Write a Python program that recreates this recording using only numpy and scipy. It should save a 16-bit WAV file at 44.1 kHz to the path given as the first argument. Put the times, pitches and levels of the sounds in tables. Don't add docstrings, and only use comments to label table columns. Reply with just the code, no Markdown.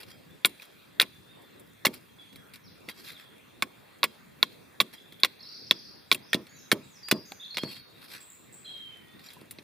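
import sys
import numpy as np
from scipy import signal
from scipy.fft import rfft, irfft
from scipy.io import wavfile
from scipy.ndimage import uniform_filter1d

SR = 44100
rng = np.random.default_rng(int(sys.argv[2]) if len(sys.argv) > 2 else 0)


def voltage_ratio(level):
    return 10 ** (np.asarray(level, float) / 20)


def wav_record(signal):
    frames = np.transpose(np.atleast_2d(signal))
    bounded = np.clip(frames, -1, 1)
    quanta = np.round(bounded * 32767).astype(np.int16)
    wavfile.write(sys.argv[1], SR, quanta)


N = 424683


def evened(x):
    return x / np.sqrt(np.mean(x ** 2) + 1e-20)


def peaked(x):
    return x / (abs(x).max() + 1e-20)


def read_spectrum(points, hz):
    point_hz, value = np.transpose(points)
    return np.interp(np.log(hz + 1), np.log(point_hz + 1), value)


def add(mix, start_s, sound):
    part = mix[..., max(round(start_s * SR), 0):][..., :sound.shape[-1]]
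    part += sound[..., :part.shape[-1]]


def resonate(x, hz, width_hz):
    r = np.exp(-np.pi * width_hz / SR)
    poles = [1, -2 * r * np.cos(2 * np.pi * hz / SR), r * r]
    return signal.lfilter([(1 - r * r) / 2, 0, (r * r - 1) / 2], poles, x)


def high_pass(x, hz):
    return signal.sosfilt(signal.butter(2, hz, "high", fs=SR, output="sos"), x)


# centre_hz, width_hz, level_db
KNOCK_MODES = [(506, 356, 3.5), (1110, 87, 5), (1510, 370, 4.5), (1820, 110, 2.5), (2214, 910, 11.5)]
# centre_hz, width_hz, level_db
CRACK_MODES = [(3060, 350, 9.5), (3500, 120, 12), (3940, 1230, 4.5), (5150, 360, -7)]
# centre_hz, width_hz, level_db
SPLINTER_MODES = [(7600, 200, 2.5), (9930, 620, 3), (10800, 930, 1.5), (12060, 380, 5), (13670, 1000, -1.5),
                  (14500, 1200, -2.5), (11070, 5800, -11)]


def ring_modes(modes, drive, vary):
    shift = 1 - vary * rng.random(len(modes))
    out = 0
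    for (hz, width_hz, level_db), k in zip(modes, shift):
        width = 1.51 * width_hz * k
        once = resonate(drive, hz * k, width)
        out = out + voltage_ratio(level_db) * resonate(once, hz * k, width)
    return peaked(out)


def snap(peak_db, knock_db, splinter_db, tear_db, crack_hz, tear_t60_s=0.054):
    t = np.arange(5000) / SR
    mid, side, grain = rng.standard_normal((3, len(t)))
    grain = voltage_ratio(evened(uniform_filter1d(grain, size=30)))
    stop_db = -7 * (t / 0.02) ** 2
    fade_db = tear_db - 60 * t / np.clip(tear_t60_s, 0.005, 0.3) + stop_db
    tearing = voltage_ratio(fade_db) * grain * np.minimum(t / 0.00043, 1)
    click = 1.0 * (t == t[40])
    burst = np.exp(-t / 0.00069) * (t > 0.0004)
    swell = (t / 0.00035) ** 3 * np.exp(-t / 0.00023)
    phase = 2 * np.pi * crack_hz * (1.1345 * t - 60 * t ** 2)
    out = peaked(swell * np.sin(phase))

    def parting(apart, envelope):
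        return envelope * (mid + apart * np.outer([1, -1], side))

    knock = ring_modes(KNOCK_MODES, 4 * click + parting(0.2, tearing), vary=0.06)
    fibres = ring_modes(CRACK_MODES, parting(0.3, tearing), vary=0.1)
    splinters = ring_modes(SPLINTER_MODES, parting(0.5, tearing + 1.3 * burst), vary=0.01)
    out = out + voltage_ratio(knock_db) * knock + voltage_ratio(tear_db) * fibres + voltage_ratio(splinter_db) * splinters
    return voltage_ratio(peak_db) * out


# start_s, crack_peak_db, crack_hz, splinter_db re crack, tear_db re crack
BITES = [(0.447, -3, 3470, -14, -21.5), (0.998, -0.5, 3500, -13, -13), (1.8502, -18, 3530, -1, 5),
         (2.8864, -32.5, 3440, -5, -6), (3.6217, -12, 3500, -5.5, -10.5), (4.03, -8, 3676, -18, -15),
         (4.4272, -2, 3750, -14, -18), (4.801, -3.5, 3570, -19.5, -20.5), (5.233, -2, 3886, -21, -16.5),
         (5.709, -0.5, 3540, -19, -14.5), (6.114, -3, 3464, -14.5, -7), (6.3300, -14.5, 3280, -7.5, -3),
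         (6.715, -8, 3520, -5.5, -5.5), (7.1113, -16, 3925, 2.5, 4.5), (7.3189, -35, 3960, -3, -19),
         (7.569, -23.5, 3720, -9, 4.5), (7.6325, -36, 4170, -15, 0)]
# start_s, crack_peak_db, knock_db re crack, splinter_db re crack
SLIDES = [(0.4547, -15.5, -4, 5.5), (1.0098, -15.5, 5, -1), (1.0156, -8, -15, -6.5),
          (1.0236, -23, 7.5, -20), (1.8553, -15.5, -4.5, 4), (1.8660, -13, -1.5, -6.5),
          (4.0385, -12.5, 2, -1.5), (4.8044, -10, 1.5, -7), (4.8114, -15, -5, -7), (5.236, -38.5, 8, -0.5),
          (5.246, -10, -1, -16), (5.2465, -14, -31.5, -3), (6.125, -11, -20, -5.5), (6.145, -25.5, -2, 2),
          (6.343, -12.5, -5.5, -8.5), (6.7235, -22.5, -30, 2.5), (7.084, -36, 10, 8.5),
          (7.1147, -20, 0, -5), (7.581, -20, 2, -7), (0.4582, -18, -3, 0.5), (7.633, -31.5, 0.5, -8.5)]
# start_s, peak_db, splinter_db re tick
TICKS = [(0.0312, -38.5, -7), (0.494, -52, 8.5), (0.598, -52, -30), (0.6204, -39.5, -3), (0.6516, -52, 6),
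         (1.42, -61, 10), (1.596, -56.5, 13), (1.939, -42.5, 5.5), (1.967, -57, -18.5), (2.328, -49, -2),
         (2.358, -40.5, -2), (2.536, -45, 4.5), (2.5574, -44.5, 0), (2.977, -52, 0), (3.052, -50, -2),
         (3.085, -45, 0), (3.117, -44, 0), (5.123, -45.5, -1), (5.2, -50.5, 10), (6.468, -46, -3),
         (7.544, -37, -10), (7.705, -51, -10), (7.7654, -38.5, -23), (8.02, -54, -5), (8.115, -43, -3),
         (8.15, -41, -3), (8.775, -51, -4), (8.97, -55, 4), (9.1932, -49, -4), (9.333, -50.5, 7),
         (9.4128, -48, 0.5), (9.509, -40.5, 10), (9.5857, -37.5, -36)]


def axe():
    out = np.zeros((2, N))
    delay_s = 0.0008
    for start_s, peak_db, crack_hz, splinter_db, tear_db in BITES:
        knock_db = -7 - 0.63 * max(peak_db, -19)
        add(out, start_s + delay_s, snap(peak_db, knock_db, splinter_db, tear_db, crack_hz))
    for start_s, peak_db, knock_db, splinter_db in SLIDES:
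        crack_hz = 3560 * (1 + 0.034 * rng.uniform(-1.1, 1))
        add(out, start_s + delay_s, snap(peak_db, knock_db, splinter_db, -10, crack_hz))
    for start_s, peak_db, splinter_db in TICKS:
        add(out, start_s, snap(peak_db, 0, splinter_db, -5.5, 3820, tear_t60_s=0.077))
    return out


# start_s, peak_db, pitch_hz
BENDS = [(0.447, -24, 1450), (0.996, -19.5, 1550), (1.8482, -19, 1103), (3.623, -19, 1095),
         (4.031, -18, 1130), (4.429, -23.5, 1065), (4.801, -16, 1136), (5.233, -21.5, 1080),
         (5.709, -26.5, 1086), (6.1138, -17.5, 1095), (6.330, -15.5, 1820), (6.716, -21.5, 1510),
         (7.111, -21.5, 1490), (7.319, -38, 794), (7.57, -35, 940)]
# start_s, peak_db, pitch_hz
CLACKS = [(0.4495, -12, 2263), (0.448, -10, 2810), (0.598, -35.5, 2450), (0.997, -13.5, 1825),
          (1.009, -22.5, 2420), (1.8492, -23.5, 1703), (1.851, -27.5, 864), (1.8665, -12, 2170),
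          (2.887, -37, 1980), (2.982, -46, 5040), (3.102, -37, 2050), (3.198, -48, 1680),
          (3.6243, -22, 1520), (3.623, -20, 3420), (4.032, -20.5, 975), (4.428, -28, 1450),
          (4.4295, -14, 3280), (4.803, -24, 4160), (4.8008, -22.5, 2270), (5.234, -21.5, 1652),
          (5.2335, -21.5, 3300), (5.248, -19, 2750), (5.71, -9.5, 3390), (5.7102, -27, 2010),
          (5.7104, -23.5, 5660), (6.1148, -13, 2313), (6.115, -19.5, 1482), (6.117, -15, 3390),
          (6.148, -22, 2680), (6.331, -18, 3190), (6.716, -13, 1798), (7.112, -10, 2530),
          (7.1122, -33, 3240), (7.113, -22, 2430), (7.1118, -22, 1790), (7.318, -38, 3400),
          (7.569, -32, 3200), (7.5692, -35, 4500), (9.26, -40, 4650), (9.287, -32, 4330),
          (9.367, -46.5, 990), (9.586, -38, 2490), (0.4472, -11, 2526), (0.9992, -16.5, 2080),
          (1.851, -13.5, 1974), (3.6235, -16, 2140), (4.4297, -23, 2710), (6.1256, -19, 5620),
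          (6.1257, -17, 4500), (6.1258, -16, 3300), (6.1493, -30, 2500), (6.7162, -16.5, 2240),
          (7.1125, -31, 2110), (7.569, -32.5, 1480)]


def stake():
    out, t = np.zeros(N), np.arange(3000) / SR
    for start_s, peak_db, hz in BENDS:
        note = voltage_ratio(-60 * t / 0.036) * np.sin(2 * np.pi * hz * t)
        note += voltage_ratio(-8.5 - 60 * t / 0.025) * np.sin(2 * np.pi * 2.02 * hz * t)
        add(out, start_s + 0.0015, voltage_ratio(peak_db) * note * np.minimum(t / 0.00036, 1))
    for start_s, peak_db, hz in CLACKS:
        fade_db = 60 * t * hz / 45
        add(out, start_s, voltage_ratio(peak_db - fade_db) * np.sin(2 * np.pi * hz * t) * np.minimum(t / 0.0015, 1))
    return out


# start_s, peak_db
THUDS = [(0.451, -28.5), (1.026, -32.5), (1.866, -19.5), (2.882, -37), (3.626, -30), (4.04, -31),
         (4.431, -33), (4.812, -26), (5.237, -32.5), (5.712, -27.5), (5.123, -45.5), (6.125, -28.5),
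         (6.151, -37.5), (6.346, -17), (6.727, -16), (7.1233, -13), (7.315, -44.5), (7.571, -35.5),
         (7.634, -20.5), (9.415, -40.5), (9.586, -39)]
# pitch_hz, level_db, t60_s
LOG_MODES = [(173, -35, 0.23), (222, -2, 0.029), (293, -11, 0.04), (358, 0, 0.016), (482, -16, 0.035),
             (628, -2, 0.016)]


def log():
    out, t = np.zeros(N), np.arange(14000) / SR
    body = sum(voltage_ratio(db - 60 * t / t60_s) * np.sin(2 * np.pi * hz * t) for hz, db, t60_s in LOG_MODES)
    for start_s, peak_db in THUDS:
        rocking = voltage_ratio(-7 - 60 * t / 0.22) * 0.057 * rng.standard_normal(len(t)) * (t > 0.012)
        force = uniform_filter1d(rocking + (t == t[60]), size=60)
        push = np.diff(force, prepend=0)
        add(out, start_s + 0.0009, voltage_ratio(peak_db) * peaked(signal.fftconvolve(push, body)[:len(t)]))
    return out


# start_s, level_db, cheek_mode_db, high_modes_db
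RINGS = [(.002, -73, -13, 3.5), (0.111, -48.5, -22.5, -6.5), (0.461, -67.5, 17.5, -1),
         (0.624, -52.5, -13.5, -4.5), (1.03, -65, 9.5, 5), (1.951, -64, -10, 6), (2.9, -49, -3, -17),
         (2.975, -56, -1, -2), (3.06, -49, 2, -9), (4.052, -56, -5, 2.5), (4.44, -55, -3, -4.5),
         (4.82, -63.5, -1, -3.5), (4.94, -51.5, -6.5, -6.5), (6.127, -51.5, -16.5, -12.5),
         (6.148, -57, -11, -4.5), (7.585, -34, -22, -24), (7.684, -46, -21, -20), (7.757, -47.5, -15, -18),
         (9.24, -58, -10, 6), (9.262, -56, 1, 6.5), (9.332, -67, -13, -1)]
# pitch_hz, level_db, t60_s
STEEL_MODES = [(3240, 0, 0.22), (3950, -4.5, 0.56), (4975, -10.5, 0.89), (5640, -2.5, 0.075),
               (7440, -7.5, 0.077), (7200, -8, 0.16), (9840, -23.5, 0.066), (10950, -19, .1),
               (12170, -13.5, 0.12)]
STILLS = [
    2.93,
    3.0,
    7.705,
]


def steel():
    out, t = np.zeros(N), np.arange(12000) / SR
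    wood_touches = [row[0] for row in BITES + SLIDES]
    touches = np.array(wood_touches + list(STILLS) + [N / SR + 1])
    for start_s, ring_db, cheek_db, high_db in RINGS:
        free_s = touches[touches > start_s + 0.021].min() - start_s
        for hz, mode_db, t60_s in STEEL_MODES:
            level_db = ring_db + mode_db + high_db * (hz > 4500) + cheek_db * (3700 < hz < 4500)
            level_db += 1.6 * rng.standard_normal()
            fade_db = 60 * t / min(t60_s, 0.5) + 1500 * np.maximum(t - free_s, 0)
            line = np.sin(2 * np.pi * hz * t) * np.minimum(t / 0.0018, 1)
            add(out, start_s, voltage_ratio(level_db - fade_db) * line)
    return out


# freq_hz, left_right_likeness (-1 to 1)
LIKENESS = [(60, .7), (180, 0.2), (550, -0.4), (1650, 0.4), (4970, 0.6), (15000, 0.4)]


def noise(spectrum, patchy_db):
    frames, hz = N // 256 + 5, np.fft.rfftfreq(1024, 1 / SR)
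    a, b, c, d, patches = rng.standard_normal((frames, 513, 5)).T
    patches = uniform_filter1d(patches, size=12, axis=0)
    patches = evened(uniform_filter1d(patches, size=14, axis=1))
    same = np.clip(read_spectrum(LIKENESS, hz), -1, 1)[:, None]
    left, other = a + 1j * b, c + 1j * d
    z = np.array([left, same * left + np.sqrt(1 - same ** 2) * other])
    z *= voltage_ratio(read_spectrum(spectrum, hz)[:, None] + patchy_db * patches)
    return evened(signal.istft(z, nperseg=1024, noverlap=768)[1][:, :N])


# start_s, length_s, top_db, top_place (0-1)
RUSTLES = [(0.0, 0.039, -51, 0), (0.059, 0.065, -55, 0.9), (0.563, 0.1, -57.5, 0.6),
           (1.927, 0.06, -52.5, 0.18), (2.534, .05, -53, 0.08), (2.881, 0.042, -45, 0.4),
           (2.929, 0.17, -56, 0.37), (3.03, 0.13, -49, 0.43), (3.148, 0.11, -59, 0.46),
           (4.49, 0.078, -62, 0.4), (4.926, 0.032, -49.5, 0.44), (7.593, 0.11, -54, 0.3),
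           (7.665, 0.15, -51, 0.35), (7.953, 0.15, -56, 0.62), (8.072, 0.13, -49, 0.48),
           (8.192, 0.08, -61, 0.17), (9.186, 0.093, -56, 1), (9.256, 0.17, -59, 0.24)]
# freq_hz, level_db per Hz
RUB = [(120, -33), (200, 0), (590, -11.5), (2400, -2.5), (4900, -4.5), (6300, -19), (12600, -11),
       (16000, -21)]


def rustle():
    out = np.zeros((2, N))
    grains = voltage_ratio(2.5 * evened(uniform_filter1d(rng.standard_normal(N), size=150)))
    rub = evened(noise(RUB, patchy_db=3) * grains)
    for start_s, length_s, top_db, place in RUSTLES:
        s = start_s + length_s * np.array([0, np.clip(place, 0, 1), 1])
        db = top_db + np.array([-15, 0, -15])
        at = np.arange(round(s[0] * SR), min(round(s[-1] * SR), N))
        level = voltage_ratio(np.interp(at / SR, s, db) + 5.5)
        out[:, at] += level * rub[:, at] * signal.windows.tukey(len(at), 0.2)
    return out


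def tone(s, hz, db, rate_hz=0, swing=0, throb_db=0, overtone_db=-60, broken_db=4.0):
    t = np.arange(s[0], s[-1], 1 / SR)
    drift, flutter = (evened(uniform_filter1d(v, size=250)) for v in rng.standard_normal((2, len(t))))
    beat = 2 * np.pi * rate_hz * t + 0.14 * drift
    sweep = 0.6 * np.sin(beat) + signal.sawtooth(2 * beat, 0.7)
    path = uniform_filter1d(np.interp(t, s, hz), size=150, mode="nearest")
    pitch = path * (1 + swing * sweep + 0.004 * drift)
    level = voltage_ratio(np.interp(t, s, db) + broken_db * flutter - throb_db * sweep ** 2)
    level *= signal.windows.tukey(len(t), min(0.008 / (t[-1] - t[0]), 1))
    turn = 2 * np.pi * np.cumsum(pitch) / SR
    return s[0], np.sqrt(2) * level * (np.sin(turn) + voltage_ratio(overtone_db) * np.sin(2 * turn))


# start_s, level_db, centre_hz
BUZZ = [
    (5.39, -53, 4660),
    (5.43, -45.5, 4680),
    (5.548, -44, 4720),
    (5.7, -51.5, 4840),
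    (5.882, -51.5, 4760),
    (5.97, -65, 4650),
]
# place (0-1), pitch re centre, level_db
TURN = [
    (.08, .8, -20),
    (.25, .95, -2),
    (.37, 1.08, -1),
    (.47, .94, -2),
    (.6, .85, -13),
    (.72, 1.21, -8),
    (.85, 1.01, 0),
    (.98, .8, -14),
]


def trill():
    place, pitch, dip_db = np.transpose(TURN)
    s, db, hz = np.transpose(BUZZ)
    turns = 10
    at = (5.383 + 0.0605 * (np.arange(turns)[:, None] + place)).ravel()
    path_hz = np.interp(at, s, hz) * np.tile(pitch, turns)
    path_db = np.interp(at, s, db) + np.tile(dip_db, turns)
    return tone(at, path_hz, path_db, rate_hz=70, swing=0.045, broken_db=3.5)


# (time_s, pitch_hz)
NOTES = [
    (-65, -5, [(1.13, 3500), (1.18, 3510), (1.285, 3530)]),
    (-57.5, -15, [(1.29, 3560), (1.305, 3700), (1.36, 3590)]),
    (-44, -7.5, [(7.028, 4860), (7.04, 4720), (7.07, 4750), (7.088, 5160)]),
    (-49, -5, [(7.135, 4900), (7.17, 4740), (7.185, 5800)]),
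    (-44, -2.5, [(7.396, 3720), (7.404, 3450), (7.416, 3800), (7.432, 3280), (7.447, 3740), (7.456, 4570)]),
    (-43, -7, [(7.505, 4460), (7.52, 4120), (7.535, 4250), (7.548, 4670), (7.563, 5580)]),
    (-42.5, -8.5, [(7.62, 4410), (7.632, 4250), (7.65, 4450), (7.668, 4540), (7.677, 4770)]),
    (-45, -5, [(8.651, 3090), (8.662, 3434), (8.672, 3150), (8.7, 3267), (8.75, 3212), (8.9, 3102), (8.985, 3016)]),
    (-48, -16, [(8.644, 3810), (8.655, 4200), (8.668, 4060), (8.68, 3860), (8.7, 3810), (8.74, 3850), (8.8, 3740)]),
]
# start_s, length_s, from_hz, to_hz, level_db
GLIDES = [(0.3, .03, 3400, 3650, -67), (1.425, .04, 3480, 3520, -68), (2.09, .016, 3170, 3340, -60),
          (2.182, .04, 3420, 3320, -55), (2.23, .2, 3380, 3330, -67), (2.638, .064, 5850, 3250, -62),
          (2.842, .015, 5600, 5300, -68), (2.858, .03, 4600, 4300, -67), (3.15, .028, 3750, 3250, -54),
          (3.249, .022, 3420, 3250, -58), (6.222, .032, 4600, 5480, -61), (6.285, .018, 6100, 5750, -62),
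          (6.303, .02, 5750, 4200, -58), (6.482, .05, 4400, 4560, -63), (6.54, .06, 3950, 3900, -66),
          (6.766, .016, 5300, 4900, -65), (6.83, .03, 3900, 3750, -65), (6.49, .07, 6700, 6800, -63),
          (6.589, .021, 5600, 5000, -63), (6.62, .06, 3950, 3800, -66), (6.841, .035, 4700, 3270, -65),
          (6.9, .052, 7300, 5900, -64), (6.952, .03, 5900, 4740, -58), (7.073, .021, 4380, 3850, -60),
          (7.695, .02, 4700, 4200, -53), (7.76, .14, 3750, 3750, -66), (7.94, .03, 3760, 3750, -62),
          (8.11, .05, 8000, 7900, -63), (8.956, .26, 1933, 1855, -67), (9.07, .08, 3450, 3650, -67),
          (9.185, .02, 3600, 3700, -65)]
# start_s, length_s, centre_hz, level_db
THIN = [
    (6.561, 0.12, 6330, -57),
    (6.586, 0.1, 6680, -54),
    (6.834, 0.07, 7800, -54),
    (7.251, 0.27, 6530, -53),
    (8.201, 0.11, 8030, -47.5),
    (8.299, 0.068, 7600, -45),
    (8.523, 0.11, 7860, -45),
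]


def birds():
    out = np.zeros(N)
    for level_db, sag_db, path in NOTES:
        s, hz = np.transpose(path)
        db = level_db + sag_db * (s - s[0]) / (s[-1] - s[0])
        add(out, *tone(s, hz, db, broken_db=2.2))
    for s, length_s, from_hz, to_hz, db in GLIDES:
        add(out, *tone([s, s + length_s], [from_hz, to_hz], [db, db], broken_db=3))
    for s in 4.978 + 0.0713 * np.arange(4):
        add(out, *tone([s, s + 0.015], [3150, 3750], [-56, -56]))
    add(out, *trill())
    for s, length_s, hz, db in THIN:
        add(out, *tone([s, s + length_s], [hz, 0.97 * hz], [db, db - 32.5],
                       rate_hz=42, swing=0.095, throb_db=8.2, overtone_db=-10.5))
    return out


# freq_hz, t60_s
WOODS = [(200, 0.17), (2000, 0.32), (5000, 0.68), (12000, 0.81)]


def woods(x):
    taps = np.zeros((2, SR))
    at = np.arange(500, SR - 20, 20) + rng.integers(0, 20, (2, (SR - 501) // 20))
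    np.put_along_axis(taps, at, rng.choice([-1., 1.], at.shape), 1)
    taps += 0.075 * taps[::-1]
    hz, t, z = signal.stft(taps, SR, nperseg=256)
    fade_db = 60 * t / read_spectrum(WOODS, hz)[:, None]
    tail = signal.istft(z * voltage_ratio(-fade_db), SR, nperseg=256)[1]
    return signal.fftconvolve(x[None], tail / np.linalg.norm(tail[0]), axes=1)[:, :N]


# freq_hz, left_lead_rad
PORT_LEAD = [(0, 0.78), (5600, 0.16), (6370, 1), (7750, 0.3), (9560, 0.69), (10600, 0.62), (16200, 0.059)]
# freq_hz, left_minus_right_db
PORT_TILT = [(60, -1.5), (180, 1.5), (550, -3.5), (1650, -1), (4970, 0), (15000, 1)]


def ports(x):
    hz, side = np.fft.rfftfreq(N, 1 / SR), np.array([[0.5], [-0.5]])
    balance = voltage_ratio(side * read_spectrum(PORT_TILT, hz))
    lead = np.exp(1j * side * read_spectrum(PORT_LEAD, hz))
    return irfft(rfft(x) * balance * lead, N)


def litter():
    size = voltage_ratio(-66 + 4 * np.minimum(rng.exponential(1, N), 3)) * (rng.random(N) < 30 / SR)
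    tick = rng.standard_normal((2, 200)) * np.exp(-np.arange(200) / 50)
    return high_pass(signal.oaconvolve(size[None], tick)[:, :N], 5000)


# freq_hz, level_db per Hz
WASH = [(22, -49.5), (59, 1.5), (189, 0), (569, -6.5), (700, -11.5), (3400, -13.5), (5450, -28),
        (14000, -25.5)]


def wash():
    return voltage_ratio(-55.5) * noise(WASH, patchy_db=2.5)


def scene():
    near = axe() + stake() + log() + steel()
    far = birds()
    echoes = woods(voltage_ratio(-31.5) * near.mean(0) + voltage_ratio(1.1) * far)
    placed = ports(near) + far * voltage_ratio([[-3], [-1.5]])
    return placed + echoes + rustle() + wash() + litter()


def drop_masked_treble(x):
    hz, _, z = signal.stft(x, SR, nperseg=1024)
    power = uniform_filter1d((abs(z) ** 2).mean(0), size=9, axis=0)
    level_db = 10 * np.log10(uniform_filter1d(power, size=5, axis=1) + 1e-20)
    masker_db = np.maximum.accumulate(np.where(hz[:, None] > 4700, level_db, -300), axis=0)
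    faint = level_db < np.median(level_db, axis=1, keepdims=True) + 3
    masked = level_db < masker_db - 13
    shut = faint & masked & ((hz > 6500) & (hz < 8800))[:, None]
    closed = rng.random((level_db.shape[1], 65)).T > 0.2
    shut &= np.repeat(closed, 8, axis=0)[:513]
    return signal.istft(z * np.where(shut, 0.03, 1), SR, nperseg=1024)[1][:, :N]


# centre_hz, width_hz, depth (0-1)
NOTCHES = [(2985, 312, 1)]


def housing(x):
    for hz, width_hz, depth in NOTCHES:
        x = x - depth * resonate(x, hz, width_hz)
    return x


def roll_off(x):
    return signal.sosfilt(signal.butter(12, 16650, fs=SR, output="sos"), x)


def record(dry):
    x = high_pass(dry, 110)
    x = signal.sosfilt(signal.cheby1(10, 1, 15350, "low", fs=SR, output="sos"), x)
    x = 1.186 * np.tanh(housing(x) / 0.97)
    mix = drop_masked_treble(x)
    return roll_off(mix)


dry = scene()
out = record(dry)
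wav_record(out)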